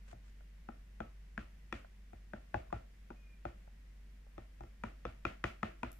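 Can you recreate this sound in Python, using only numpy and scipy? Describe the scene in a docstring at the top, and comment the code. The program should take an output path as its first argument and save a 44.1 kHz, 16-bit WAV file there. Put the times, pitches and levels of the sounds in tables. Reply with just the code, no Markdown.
"""A low motor hum under faint hiss comes first, then a brush of cloth, then chopsticks working a thick mixture in a tub.
They knock the tilted plastic tub about three times a second, later faster and harder. Each knock sums fading tones
and noise set by its force, its hardness and where it lands; a small bare room answers with shaped, fading noise.
Between knocks come light grazes, a thin squeak made from a wavering sine, and sticky ticks made from noise bursts.
A phone close by picks it all up on two microphones."""
import sys
import numpy as np
from scipy import signal
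from scipy.fft import rfft, irfft, next_fast_len
from scipy.io import wavfile
from scipy.ndimage import map_coordinates

SR = 44100
rng = np.random.default_rng(int(sys.argv[2]) if len(sys.argv) > 2 else 0)


def persist_wave(psi):
    """Save psi, clipped to +-1, as 16-bit WAV."""
    counts = np.round(np.clip(psi, -1, 1) * 32767).astype(np.int16)
    wavfile.write(sys.argv[1], SR, np.atleast_2d(counts).T)


N = 264203  # length in samples, about 6 s


def amp(db):
    """Turn decibels into a gain."""
    return 10 ** (np.asarray(db) / 20)


def unit(x):
    """Scale a sound to rms 1."""
    return x / np.sqrt(np.mean(x ** 2) + 1e-20)


def along(points, hz):
    """Read a curve of (pitch_hz, value) points at any frequency, on a log axis."""
    f, v = np.transpose(points)
    return np.interp(np.log(hz + 1), np.log(f + 1), v)


def wobble(rate):
    """A smooth random curve with `rate` random points a second."""
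    points = rng.standard_normal(int(N * rate / SR) + 4)
    return map_coordinates(points, [np.arange(N) * rate / SR])


def filtered(x, response):
    """Change the tone of x with a gain for each frequency."""
    n = x.shape[-1]
    padded = next_fast_len(n + SR // 10)
    gain = response(np.fft.rfftfreq(padded, 1 / SR))
    return irfft(rfft(x, padded) * gain, padded)[..., :n]


def noise(spectrum, size):
    """Two unrelated coloured noises, together of rms 1."""
    white = rng.standard_normal((2, size))
    return unit(filtered(white, lambda hz: amp(along(spectrum, hz))))


def add(track, s, sound):
    """Mix a sound into the track at s seconds."""
    start = max(round(s * SR), 0)
    part = track[:, start:][:, :sound.shape[1]]
    part += sound[:, :part.shape[1]]


# how alike the two microphones hear sound from all around: pitch_hz, likeness (1 = the same, 0 = unrelated)
LIKENESS = [(50, 1), (200, 0.92), (500, 0.057), (1500, 0.12), (8000, 0.016)]


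def diffuse(pair):
    """Sound from all around: long bass waves reach both microphones alike, shorter waves do not."""
    def mid_and_side(hz):
        turn = np.arccos(np.clip(along(LIKENESS, hz), -1, 1)) / 2
        return np.array([np.cos(turn), np.sin(turn)])
    mid, side = filtered(pair, mid_and_side)
    return np.array([mid + side, mid - side])


# colour of the room air, before its overall level is set: pitch_hz, relative_level_db
AIR_COLOUR = [(20, -20.5), (44, -17), (58, -18), (78, -23), (110, -26.5), (195, -24.5), (290, -35.5),
              (520, -39), (850, -44), (1300, -44), (1900, -38.5), (4000, -49.5), (5600, -50.5), (9000, -56),
              (15500, -59)]
# faint electrical lines: pitch_hz (the pitch wavers around it), rms_level_db
WHINE_LINES = [(5443, -101), (9803, -101)]
HUM_HZ, HUM_DB, HUM_WAVER_DB = 48.5, -52, 0.9  # centre pitch, peak level and its unsteadiness
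AIR_DB = -64  # rms


def background():
    """A motor's slightly unsteady drone, room air and a faint electrical whine."""
    hum_level = amp(HUM_DB + HUM_WAVER_DB * wobble(4.8))
    hum_phase = 2 * np.pi * np.cumsum(HUM_HZ + 0.5 * wobble(10)) / SR
    hum = hum_level * np.sin(hum_phase)
    air = amp(AIR_DB + 0.32 * wobble(15)) * unit(diffuse(noise(AIR_COLOUR, size=N)))
    whine = 0
    for hz, db in WHINE_LINES:
        phase = 2 * np.pi * np.cumsum(hz + 18 * wobble(120)) / SR
        whine = whine + amp(db) * np.sqrt(2) * np.sin(phase)
    return hum + air + whine


# the tub brushes against clothing as it is tilted: centre_s, length_s, level_db
BRUSH_STROKES = [(0.092, 0.049, -66), (0.124, 0.026, -64), (0.275, 0.085, -71.5)]
# colour of the rustling cloth, also used for grazes: pitch_hz, relative_level_db
CLOTH_COLOUR = [(150, -22), (400, 3), (800, -2.5), (1600, 1), (3000, -5.5), (5000, -10), (7500, -9),
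                (15000, -33)]


def brushes():
    """Short grainy swells of cloth on plastic: noise whose level flickers fast."""
    t = np.arange(N) / SR
    swell = 0
    for s, length, db in BRUSH_STROKES:
        swell = swell + amp(db) * np.exp(-(2 * (t - s) / length) ** 2)
    grain = amp(3.7 * wobble(288.4))
    return swell * unit(noise(CLOTH_COLOUR, size=N) * grain)


BLOW_S = 0.023


def as_blow(x):
    """Scale a sound to rms 1 over the length of a blow."""
    return x / np.sqrt(np.mean(x[:, :round(BLOW_S * SR)] ** 2))


def sides(pan_db):
    """Left and right gains; pan_db is left minus right."""
    return amp([[pan_db / 2], [-pan_db / 2]])


def ring(modes, rise, stretch=1, detune=0.032, scatter_db=5.0):
    """Fading tones of the tub at both microphones; the contact point shifts them a little from blow to blow."""
    t = np.arange(SR // 2) / SR
    out = np.zeros((2, len(t)))
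    for hz, db, t60, lag in modes:
        pitch = hz * stretch * (1 + detune * rng.normal())
        phase = 2 * np.pi * pitch * t
        fade = amp(db + scatter_db * rng.normal() - 60 * t / t60)
        onset = 1 - np.exp(-t / rise)
        out += fade * onset * np.array([np.sin(phase), np.sin(phase - lag)])
    return as_blow(out)


def crack(spectrum, t60):
    """A burst of noise that dies away at once, losing 60 dB in t60 seconds."""
    t = np.arange(SR // 2) / SR
    return noise(spectrum, size=len(t)) * amp(-60 * t / t60)


# low resonances, alike at both microphones: pitch_hz, relative_level_db, t60_s (time to fade by 60 dB)
BOOM_MODES = [(62.2, -4, 0.2), (91.8, -2, 0.1), (112.6, -2.5, 0.13)]


def boom(swell=0.016):
    """The low resonances swell up after the blow, then fade; scaled to peak 1."""
    t = np.arange(SR // 2) / SR
    low = 0
    for hz, db, t60 in BOOM_MODES:
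        low = low + amp(db - 60 * t / t60) * np.sin(2 * np.pi * (hz * t + rng.random()))
    low = low * (1 - np.exp(-(t / swell) ** 2))
    return low / np.abs(low).max()


# how long the room's answer takes to fade by 60 dB: pitch_hz, t60_s
ROOM_FADE = [(100, 0.17), (300, 0.28), (700, 0.3), (2000, 0.29), (6000, 0.31), (14000, 0.53)]


def room_tail(colour_db, gap=0.0029, build=0.012):
    """Echoes of a short sound merge into fading noise of its colour, starting once the first wall is reached."""
    field = diffuse(rng.standard_normal((2, SR // 2)))
    hz, t, z = signal.stft(field, SR, nperseg=1024)
    fade_db = -60 * t / along(ROOM_FADE, hz)[:, None]
    tail = signal.istft(z * amp(colour_db(hz)[:, None] + fade_db), SR, nperseg=1024)[1]
    age = np.maximum(np.arange(SR // 2) / SR - gap, 0)
    return tail[:, :len(age)] * (1 - np.exp(-age / build))


# how boom, body, wall, rim, clack and tick (one row each) answer a knock, before the mix in knocks():
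# level_at_medium_force_db, db_per_db_of_force, db_per_db_of_hardness, db_per_db_of_give
FAMILY_RESPONSE = [(-52.5, 0.94, 0.53, 1.54), (-48.5, 0.8344, -0.38, -0.33), (-48, 1.22, -0.43, 1.38),
                   (-50.5, 1.2851, -0.1, -0.11), (-55.5, 1.0449, 1.0353, -0.13), (-75.5, 0.57, 1.44, 0.49)]
MEDIUM_DB = -50  # medium force


def family_levels(force, hardness, give):
    """Levels in dB of the six families: a hard tip brightens a knock, a yielding panel deepens it."""
    medium, per_force, per_hardness, per_give = np.transpose(FAMILY_RESPONSE)
    return medium + per_force * (force - MEDIUM_DB) + per_hardness * hardness + per_give * give


# chopstick knocks: landing_s, force_db, hardness_db (bare tip + or cushioned by the mixture -),
# give_db (middle of a panel + or near a stiff edge -), wall_pitch_hz, rim_pitch_hz
STICK_KNOCKS = [(0.129, -65, -2, 7.5, 715, 1430), (0.688, -54, -7.5, -0.5, 707, 1350),
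                (1.004, -49, -4, 0.5, 698, 1390), (1.378, -47.5, 2.5, -3.5, 646, 1505),
                (1.726, -46, 6, -2.5, 637, 1440), (2.132, -64.5, -2.5, 5.5, 712, 1420),
                (2.335, -51.5, -4.5, 0.5, 722, 1440), (2.543, -45, -1.5, 4, 737, 1475),
                (2.727, -48, -2, 4.5, 706, 1420), (3.104, -57, -7, -0.5, 840, 1400),
                (3.453, -50, -2.5, 4, 735, 1440), (4.38, -56, -2.5, 2, 683, 1210),
                (4.607, -62, -2.5, 7, 823, 1430), (4.636, -62, -1.5, 1.5, 716, 1140),
                (4.8373, -46, 0.5, -2.5, 597, 1290), (5.0527, -47.5, 0.8, 0, 587, 1326),
                (5.252, -41, 4.5, -3, 640, 1393), (5.441, -40.5, 6.3, -2, 696, 1390),
                (5.631, -41, 2, -3.5, 676, 1280), (5.832, -44, 1.7, -2.5, 640, 1380)]
# tones of the tub, from low to high, before each blow shifts them:
# pitch_hz, relative_level_db, t60_s (time to fade by 60 dB), right_microphone_lag_rad
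BODY_MODES = [(199, -3.5, 0.052, 0.28), (233.9, -8, 0.096, 0.31), (336.7, 1.5, 0.03, 0.068),
              (501, -10, 0.039, 0.98)]
WALL_MODES = [(595, -4.5, 0.029, 0.8), (703, 9.5, 0.024, 2.6), (797, -11, 0.049, 1.2)]
RIM_MODES = [(1049, 1, 0.02, 0.3), (1206, -1, 0.015, 0), (1406, 17.5, 0.0099, 0.13)]
CLACK_MODES = [(1728, 11.5, 0.0056, 0.31), (1955, 4, 0.0047, 2.2), (2400, -1.5, 0.016, 1.61),
               (3010, -10.5, 0.0085, 2), (3370, -20, 0.031, 2)]
# colour of the contact noise: pitch_hz, relative_level_db
TICK_COLOUR = [(2000, -18), (3400, -32), (4700, 20.5), (6500, 25), (8500, 14), (12000, 4), (16000, -48)]
# colour of the room's answer to a blow: pitch_hz, relative_level_db
ROOM_COLOUR = [(60, 5), (105, 24), (150, 18.5), (235, 19.5), (450, 10), (640, 14.5), (950, 2.5),
               (1330, 13.5), (1600, 7.5), (2550, 10), (3900, 3), (6500, 2.5), (9000, -8), (15000, -15)]
# centres of boom, body, wall, rim, clack and tick: pitch_hz
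FAMILY_CENTRES = [100, 270, 680, 1250, 2400, 6000]
PAN_DB = 6.5  # the tub lies to the left: left minus right for the edge sounds
CLACK_RISE_S, TICK_T60_S = 0.0006, 0.008


def knocks(boom_db=7, body_db=0, wall_db=-1, rim_db=-1, clack_db=-1, tick_db=-1.0, room_db=0,
           spread=0.4, sharpen=0.13, second_db=-12, skid_db=-29, echo_s=0.0145, echo_db=-16):
    """The stiff rim speaks at once; the wide panels, loaded by the shifting mixture, take milliseconds to swing."""
    track = np.zeros((2, N))
    for s, force, hardness, give, wall_hz, rim_hz in STICK_KNOCKS:
        levels = family_levels(force, hardness, give)
        low, body, wall, rim, clack, tick = levels
        # move the main wall and rim tones to this knock's pitches
        wall_stretch = wall_hz / WALL_MODES[1][0]
        rim_stretch = rim_hz / RIM_MODES[2][0]
        # the harder the contact, the higher the clack
        clack_stretch = amp(sharpen * max(clack - rim, 0))

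        panels = amp(body + body_db) * ring(BODY_MODES, rise=0.0042) * sides(0.055 * PAN_DB)
        wall_ring = ring(WALL_MODES, rise=0.0026, stretch=wall_stretch)
        panels += amp(wall + wall_db) * wall_ring * sides(1.11 * PAN_DB)
        edge = amp(rim + rim_db) * ring(RIM_MODES, rise=0.00085, stretch=rim_stretch)
        edge += amp(clack + clack_db) * ring(CLACK_MODES, rise=CLACK_RISE_S, stretch=clack_stretch)
        edge += amp(tick + tick_db) * as_blow(crack(TICK_COLOUR, t60=TICK_T60_S))
        add(track, s, panels + edge * sides(PAN_DB) + amp(low + boom_db) * boom())

        # the tip skids over the plastic just before it lands
        add(track, s - rng.uniform(0.0017, 0.00404), amp(skid_db) * edge)
        # the second stick follows a moment after the first
        add(track, s + rng.uniform(0.002085, 0.00512), amp(second_db) * edge * sides(PAN_DB))
        # the nearest wall of the room sends back a copy
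        add(track, s + echo_s, amp(echo_db) * (panels + edge))
        # the room gathers sound from all sides of the tub, so its colour varies less than that of the blow
        evened = (1 - spread) * levels + spread * np.mean(levels)
        colour = list(zip(FAMILY_CENTRES, evened))
        tail = room_tail(lambda hz: along(colour, hz) + along(ROOM_COLOUR, hz))
        add(track, s, amp(room_db) * tail)
    return track


# lightly damped tones that outlast the blow:
# pitch_hz, relative_level_db, t60_s (time to fade by 60 dB), right_microphone_lag_rad
LINGER_MODES = [(343, -12.5, 0.33, 0.42), (591, -5, 0.2, 1.3), (660, 3.5, 0.37, 3.06), (710, -10, .25, 4.3),
                (722, -8.5, 0.16, 2.7), (1304, -9, 0.2, 0.9), (1363, -5, 0.23, 0.14),
                (1440, -6, 0.17, 0.45), (1830, -7.5, 0.23, 0.9)]


def lingering(linger_db=-12.0):
    """With each knock the tub also sings on faintly, because some of its tones lose energy slowly."""
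    track = np.zeros((2, N))
    for s, force, hardness, give, _, _ in STICK_KNOCKS:
        _, _, wall, rim, _, _ = family_levels(force, hardness, give)
        song = ring(LINGER_MODES, rise=0.0076, detune=0.0049)
        add(track, s, amp((wall + rim) / 2 + linger_db) * song)
    return track


# glancing touches that ring only the wall and the rim: start_s, wall_level_db, rim_level_db
GLANCING_TOUCHES = [(.407, -69, -75), (1.846, -59.5, -67.5), (2.703, -80, -67), (3.676, -64, -78.5),
                    (4.266, -71.5, -84)]


def grazes(room_db=-4):
    """A stick skims the tub on its way through the mixture, ringing its wall and rim lightly."""
    track = np.zeros((2, N))
    for s, wall, rim in GLANCING_TOUCHES:
        wall_ring = amp(wall) * ring(WALL_MODES, rise=0.0014)
        rim_ring = amp(rim) * ring(RIM_MODES, rise=0.007)
        add(track, s, wall_ring + rim_ring)
        tail = room_tail(lambda hz: along(ROOM_COLOUR, hz) + along(CLOTH_COLOUR, hz))
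        add(track, s, amp(rim + room_db) * tail)
    return track


SQUEAK_S, SQUEAK_SWELL_S, SQUEAK_FADE_S = 3.16, 0.14, 0.08  # start, rise and fall
SQUEAK_DB = -70.5  # level at the top of the swell, about which it flutters
SQUEAK_HZ, SAG_HZ_PER_S, FLUTTER_HZ = 2495, 500, 29  # starting pitch, its fall, regular pulsing


def squeak(flutter_db=3, pulse_db=4):
    """A thin, fluttering squeak, a wavering sine that swells, sinks in pitch and fades."""
    age = np.arange(N) / SR - SQUEAK_S
    corners = [0, SQUEAK_SWELL_S, SQUEAK_SWELL_S + SQUEAK_FADE_S]
    swell = np.interp(age, corners, [0, 1, 0]) ** 0.35
    hz = SQUEAK_HZ - SAG_HZ_PER_S * age
    phase = 2 * np.pi * np.cumsum(hz * (1 + 0.0055 * wobble(150))) / SR
    pulse = pulse_db * np.sin(2 * np.pi * FLUTTER_HZ * age)
    flutter = flutter_db * np.array([wobble(70), wobble(70)])
    return swell * amp(SQUEAK_DB + pulse + flutter) * np.sin(phase)


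# wet ticks of the mixture, before the snap and room trims: start_s, relative_level_db
STICKY_TICKS = [(5.917, -47), (5.929, -49.5)]
# colour of a snap: pitch_hz, relative_level_db
SNAP_COLOUR = [(2000, -19), (5000, -6), (7500, -1), (9500, -3), (11800, 5.5), (15500, -12)]


def sticky(snap_db=-6, room_db=-20):
    """The mixture lets go of the sticks with tiny bright snaps of noise."""
    track = np.zeros((2, N))
    for s, db in STICKY_TICKS:
        snap = amp(db + snap_db) * crack(SNAP_COLOUR, t60=0.016)
        tail = amp(db + room_db) * room_tail(lambda hz: along(SNAP_COLOUR, hz))
        add(track, s, snap + tail)
    return track


def scene():
    """Stirring in front of the room's steady background."""
    return background() + brushes() + knocks() + lingering() + grazes() + squeak() + sticky()


TOP_HZ = 15600


def record(dry):
    """The phone keeps nothing above its band limit."""
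    return filtered(dry, lambda hz: hz < TOP_HZ)


dry = scene()
out = record(dry)
persist_wave(out)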